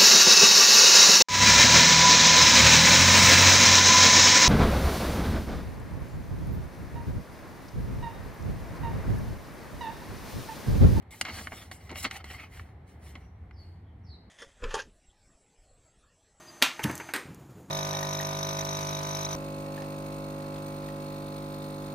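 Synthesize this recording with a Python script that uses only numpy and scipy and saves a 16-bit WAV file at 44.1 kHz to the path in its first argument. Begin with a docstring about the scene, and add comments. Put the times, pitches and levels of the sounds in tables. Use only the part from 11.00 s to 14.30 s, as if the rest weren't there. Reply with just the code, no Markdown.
"""A sheet of paper is pulled off a stack, swung round and pushed into a small stove, outdoors.
Sliding friction makes it hiss, tiny creases rustle as it bends, and it snaps where it buckles.
Its swings push puffs of air, and nearby surfaces reflect all these sounds.
Underneath, flames flutter in the stove's low resonance; a distant bird gives a few falling
calls over the dull outdoor background."""
import sys
import numpy as np
from scipy import signal
from scipy.fft import rfft, irfft, next_fast_len
from scipy.io import wavfile
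from scipy.ndimage import uniform_filter1d, map_coordinates

SR = 44100
rng = np.random.default_rng(int(sys.argv[2]) if len(sys.argv) > 2 else 0)


def persist_wave(psi):
    """Save psi, clipped to +-1, as 16-bit WAV."""
    counts = np.round(np.clip(psi, -1, 1) * 32767).astype(np.int16)
    wavfile.write(sys.argv[1], SR, np.atleast_2d(counts).T)


N = 145530
T = np.arange(N) / SR


def sliding():
    """Friction hisses and bending sheds tiny crease impulses; incoherent strokes add in power."""
    # strokes of the sheet (peak time [s], rise [s], fall [s], hiss level [dB], rustle level [dB])
    strokes = [(.025, .004, .007, -76.5, -67), (.109, .002, .15, -58, -58),
               (.268, 0.022, 0.082, -65.5, -43), (0.374, 0.061, 0.093, -51, -47),
               (0.563, 0.056, 0.1, -57.5, -51), (.717, .004, .046, -55, -55),
               (.86, 0.094, 0.044, -66.5, -61), (.905, 0.017, 0.077, -73, -51.5),
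               (0.961, 0.011, 0.036, -68, -45.5), (0.994, 0.029, 0.031, -45, -52),
               (1.034, .008, 0.011, -42, -48.5), (1.064, 0.041, 0.024, -76.5, -44.5),
               (1.144, 0.034, 0.024, -57.5, -46), (1.169, 0.011, .014, -52, -45.5),
               (1.195, 0.019, 0.024, -73.5, -49.5), (1.245, .003, .022, -61, -52),
               (1.324, 0.053, 0.055, -58.5, -48), (1.413, 0.028, 0.052, -66, -48),
               (1.565, 0.052, 0.053, -63, -53), (1.66, 0.061, 0.058, -77.5, -66.5),
               (1.89, 0.02, 0.07, -73.5, -69), (2.085, 0.056, 0.043, -62, -59.5),
               (2.18, 0.072, 0.086, -78.5, -64), (2.62, .04, 0.15, -82, -71.5)]
    # spectrum of friction (frequency [Hz], relative level [dB])
    hiss_spectrum = [(200, -48), (1500, -23.5), (3000, 0.5), (4400, 0.5), (6300, -4.5), (8000, -1),
                     (9500, -2.5), (10800, -1.5), (13000, -5.5), (15500, -6)]
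    # spectrum of the bending sheet (frequency [Hz], relative level [dB])
    rustle_spectrum = [(60, -22.5), (180, -3), (300, -2.5), (500, -10), (760, 3), (950, -6), (1250, 0.5),
                       (1700, -3.5), (2130, 6.5), (2500, -5.5), (3000, -2), (3600, -14.5), (4400, -9.5),
                       (5600, -22), (9000, -35), (15500, -28)]
    hiss_power, rustle_power = np.zeros(N), np.zeros(N)
    for peak, rise, fall, hiss_db, rustle_db in strokes:
        swell = np.exp(-((T - peak) / np.where(T < peak, rise, fall)) ** 2)
        hiss_power += (amp(hiss_db) * swell) ** 2
        rustle_power += (amp(rustle_db) * swell) ** 2
    creases_per_s, crease_share = 1500, 0.61
    creases = (rng.random(N) < creases_per_s / SR) * rng.choice([-1, 1], N)
    creases = creases * amp(np.minimum(rng.exponential(size=N), 4))
    grains = np.sqrt(crease_share) * unit(creases) + np.sqrt(1 - crease_share) * rng.standard_normal(N)
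    grains = patchy(grains, depth_db=2.5) * amp(2.6 * wobble(84))  # resonances shift, the level flutters
    hiss = np.sqrt(hiss_power) * patchy(noise(hiss_spectrum), depth_db=3.5)
    return hiss + np.sqrt(rustle_power) * coloured(grains, rustle_spectrum)


def snaps(size=8192):
    """Buckling releases elastic energy as a crack, a decaying scatter and a low ring of the sheet."""
    # buckles (time [s], relative level [dB], treble cutoff [Hz], bass gain [dB], rise [s], T60 [s])
    buckles = [(0.2116, -14.5, 9500, 3.5, 0.00089, 0.026), (0.2505, -25, 3970, -3, 0.00096, 0.051),
               (.264, -25, 3495, 9, .003, 0.057), (.297, -29.5, 1790, -3.5, 0.0011, 0.073),
               (.4712, -26.5, 2040, 1, 0.00036, 0.04), (0.5195, -27.5, 1870, 13, 0.0014, 0.084),
               (0.7134, -28, 5170, 8, 0.0018, 0.043), (0.8937, -35, 3920, 2, 0.00087, .03),
               (.9033, -34.5, 2750, -8, 0.00082, 0.023), (0.914, -37.5, 7500, 1, .0006, .025),
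               (0.957, -29, 3600, -4, 0.00069, 0.015), (1.0421, -16, 4700, -8.5, .004, 0.053),
               (1.049, -16, 3940, -1.5, 0.0012, 0.059), (1.0539, -24, 4200, -1, 0.0029, 0.075),
               (1.1104, -25, 4730, -15, 0.00094, 0.035), (1.141, -33, 3200, -10, .004, .04),
               (1.1656, -33.5, 3470, -18, .001, 0.024), (1.242, -30.5, 4460, 11.5, 0.0011, 0.027),
               (1.595, -30, 1800, -10, 0.0015, 0.028), (2.1532, -30, 3560, 14, 0.0017, 0.043),
               (2.5098, -40.5, 1790, -1, 0.0015, 0.022)]
    # spectrum common to all buckles (frequency [Hz], relative level [dB])
    snap_spectrum = [(60, -16), (200, -15.5), (500, -16.5), (780, -9), (950, -9.5), (1250, -5), (1650, -10),
                     (2120, 1), (2500, -10), (3000, -5), (3600, -14.5), (4300, -4.5), (5400, -18),
                     (9500, -14.5), (15500, -22)]
    crack_db, crack_s = 7, 0.0015
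    body_db, body_t60, body_hz = -14, 0.038, 1200
    out = np.zeros(N + 2 * size)
    t, hz = T[:size], np.fft.rfftfreq(size, 1 / SR)
    for start, db, cutoff_hz, bass_db, rise, t60 in buckles:
        decay = amp(-60 * t / t60) + amp(crack_db) * np.exp(-t / crack_s)
        envelope = decay * (1 - np.exp(-t / rise))
        low_noise = irfft(rfft(rng.standard_normal(size)) / (1 + (hz / body_hz) ** 2), size)
        body = low_noise * amp(body_db - 60 * t / body_t60)
        bass_shelf = gain([(400, bass_db), (1500, 0)], hz)
        colour = gain(snap_spectrum, hz) * bass_shelf / np.sqrt(1 + (hz / cutoff_hz) ** 5)
        burst = rng.choice([-1, 1], size) * envelope
        snap = signal.fftconvolve(burst + body, minimum_phase(colour))[:size]
        snap *= np.linalg.norm(envelope) / np.linalg.norm(snap)
        out[round(start * SR):][:size] += amp(db - 9.5) * snap
    return out[:N]


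def scrapes():
    """Friction at a dragging edge briefly concentrates noise in one narrow band."""
    # edge drags (peak time [s], half duration [s], centre frequency [Hz], level [dB])
    drags = [(.35, .09, 4350, -55), (.595, .045, 3450, -57), (1.31, .05, 3000, -57),
             (1.415, .04, 2550, -53)]
    relative_half_width = .08
    out = np.zeros(N)
    for peak, half_s, centre_hz, db in drags:
        white = rng.standard_normal(N)
        band = filtered(white, lambda hz: 1 / (1 + ((hz / centre_hz - 1) / relative_half_width) ** 2))
        out += amp(db) * unit(band) * np.exp(-((T - peak) / half_s) ** 2)
    return out


def flaps(half_s=0.015):
    """The swinging sheet displaces air, radiating soft low-frequency puffs."""
    # puffs of air (time [s], level [dB])
    puffs = [(0.227, -49), (0.321, -48), (0.377, -47), (.415, -45.5), (0.477, -51.5), (.56, -51),
             (.922, -40), (1.058, -40), (2.17, -53.5)]
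    # spectrum of a puff (frequency [Hz], relative level [dB])
    puff_spectrum = [(40, -30), (120, -1), (230, 9), (400, -2.5), (900, -7), (2000, -27), (6000, -80)]
    envelope = sum(amp(db) * np.exp(-((T - peak) / half_s) ** 2) for peak, db in puffs)
    return noise(puff_spectrum) * envelope


def fire():
    """Unsteady combustion excites the stove's low resonance; a soft roar grows towards the end."""
    # stove resonance (frequency [Hz], relative level [dB])
    stove_spectrum = [(15, -45), (30, -21), (50, -11.5), (76, 1), (100, -5), (130, -19.5), (200, -23),
                      (500, -54), (2000, -77)]
    # course of the flutter (time [s], level [dB])
    flutter_levels = [(0, -52.5), (.17, -57.5), (.33, -43.5), (.55, -51.5), (.75, -54.5), (.92, -49),
                      (1.15, -46), (1.45, -50.5), (1.62, -43), (1.8, -52.5), (1.98, -50), (2.2, -46),
                      (2.45, -44), (2.8, -49.5), (3.04, -46), (3.3, -55)]
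    # upper body of the flames (frequency [Hz], relative level [dB])
    roar_spectrum = [(60, -27), (110, 1), (170, 0.5), (280, -4), (400, -15), (800, -47.5), (3000, -82.5)]
    # course of the roar (time [s], level [dB])
    roar_levels = [(0, -66.5), (1.9, -66.5), (2.5, -64), (3.3, -57.5)]
    flutter = noise(stove_spectrum) * amp(curve(flutter_levels, T) + 1.1 * wobble(14))
    return flutter + noise(roar_spectrum) * amp(curve(roar_levels, T))


def bird():
    """Falling whistles start buzzy through random frequency modulation, then clear and reverberate."""
    # calls (time [s], first frequency [Hz], last frequency [Hz], level [dB])
    calls = [(2.15, 5900, 5700, -83), (2.512, 5350, 4300, -61.5), (2.8, 3700, 3100, -78),
             (3.028, 5700, 3870, -57.5)]
    call_s, buzz_hz, overtone_db, echo_db = .145, 330, -35, -2
    song = np.zeros(N)
    for start, first_hz, last_hz, db in calls:
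        progress = np.clip((T - start) / call_s, 0, 1)
        glide = last_hz + (first_hz - last_hz) * (1 - progress) ** 1.55
        buzz = buzz_hz * np.exp(-2 * progress ** 2) * wobble(700)
        phase = 2 * np.pi * np.cumsum(glide + buzz) / SR
        envelope = amp(db) * np.abs(np.sin(np.pi * progress ** 1.68))
        song += envelope * (np.sin(phase) + amp(overtone_db) * np.sin(2 * phase))
    return song + amp(echo_db) * echoes(song, t60=.5)


def air(sway_db=0.96, side_db=-5.5):
    """Dull outdoor noise is partly coherent: a common signal outweighs the channels' difference."""
    # ambient spectrum (frequency [Hz], relative level [dB])
    air_spectrum = [(20, -14), (100, 7.5), (160, 2), (280, -6.5), (420, -7), (570, -13), (740, -8.5),
                    (1000, -15.5), (1500, -21.5), (2100, -19), (2500, -29), (4300, -37.5), (6200, -54.5),
                    (12500, -51), (15500, -62)]
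    # course of the common signal (time [s], level [dB])
    air_levels = [(0, -53.5), (1.7, -55.5), (2.4, -56), (3.3, -58.5)]
    level = amp(curve(air_levels, T) + sway_db * wobble(4.84))
    return level * (noise(air_spectrum) + amp(side_db) * np.outer([1, -1], noise(air_spectrum)))


def echoes(x, t60):
    """Diffuse reflections form an exponentially decaying tail, different in each channel."""
    t = T[:SR // 2]
    tail = rng.standard_normal((2, len(t))) * amp(-60 * t / t60) * (t > .003)
    tail /= np.linalg.norm(tail, axis=1, keepdims=True)
    return signal.fftconvolve(x[None], tail, axes=1)[:, :N]


def amp(db):
    """Amplitude ratio of a level in decibels."""
    return 10 ** (np.asarray(db) / 20)


def unit(x):
    """Normalisation to rms 1."""
    return x / np.sqrt(np.mean(x ** 2) + 1e-20)


def curve(points, at):
    """Linear interpolation of a two-column table."""
    return np.interp(at, *np.transpose(points))


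def gain(points, hz):
    """Amplitude gain from (frequency [Hz], level [dB]) points on a logarithmic frequency axis."""
    knots_hz, db = np.transpose(points)
    return amp(np.interp(np.log(hz + 1), np.log(knots_hz + 1), db))


def filtered(x, response):
    """Linear filtering multiplies the spectrum by a frequency response."""
    size = next_fast_len(N + SR // 2)
    return irfft(rfft(x, size) * response(np.fft.rfftfreq(size, 1 / SR)), size)[..., :N]


def coloured(x, spectrum):
    """Spectral shaping of x, at rms 1."""
    return unit(filtered(x, lambda hz: gain(spectrum, hz)))


def noise(spectrum):
    """Spectrally shaped Gaussian noise of rms 1."""
    return coloured(rng.standard_normal(N), spectrum)


def wobble(knots_per_s):
    """Smooth random modulation: a spline through Gaussian values."""
    return map_coordinates(rng.standard_normal(int(N * knots_per_s / SR) + 4), [T * knots_per_s])


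def patchy(x, depth_db):
    """Random gain over time and frequency gives x short-lived peaks and dips, at rms 1."""
    spectra = signal.stft(x, nperseg=1024)[2]
    field = uniform_filter1d(uniform_filter1d(rng.standard_normal(spectra.shape), 5, 0), 5, 1)
    return unit(signal.istft(spectra * amp(depth_db * unit(field)), nperseg=1024)[1][:N])


def minimum_phase(gains):
    """Folding the cepstrum gives a causal impulse response of this spectral shape, at energy 1."""
    cepstrum = irfft(np.log(np.maximum(gains, 1e-6)))
    half = len(cepstrum) // 2
    cepstrum[1:half] *= 2
    cepstrum[half + 1:] = 0
    impulse = irfft(np.exp(rfft(cepstrum)))
    return impulse / np.linalg.norm(impulse)


def scene(reflection_db=-10):
    """Sources superpose; a phase difference between channels sets the paper slightly to one side."""
    # direct sound of the paper (frequency [Hz], phase lead of left over right [rad])
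    phase_lead = [(0, -0.41), (1300, 0.65), (1650, -0.57), (2600, 0.82), (4300, 0.3), (5500, 1.35),
                  (7500, 1.5), (10500, -0.046), (16000, .3)]
    paper = sliding() + scrapes() + snaps() + flaps()
    direct = filtered(paper, lambda hz: np.exp(.5j * np.outer([1, -1], curve(phase_lead, hz))))
    return direct + amp(reflection_db) * echoes(paper, t60=0.047) + fire() + air() + bird()


def record(dry):
    """The microphone is a band-limited filter with a narrow notch, near mono in bass and top."""
    # stereo width (frequency [Hz], side gain [dB])
    side_response = [(50, -32.5), (300, -4.5), (1500, 3), (3000, 0.5), (5500, 6.5), (8500, 5), (11000, 6),
                     (16000, -22)]
    # microphone response (frequency [Hz], gain [dB])
    mic_response = [(20, -1.5), (4600, 1.5), (4780, -1), (4900, -25), (5060, 1.5), (5300, 5), (16000, 0)]
    band_limit_hz = 15900
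    mid = (dry[0] + dry[1]) / 2
    side = filtered((dry[0] - dry[1]) / 2, lambda hz: gain(side_response, hz))
    stereo = np.array([mid + side, mid - side])
    return filtered(stereo, lambda hz: gain(mic_response, hz) * (hz < band_limit_hz))


dry = scene()
out = record(dry)
persist_wave(out)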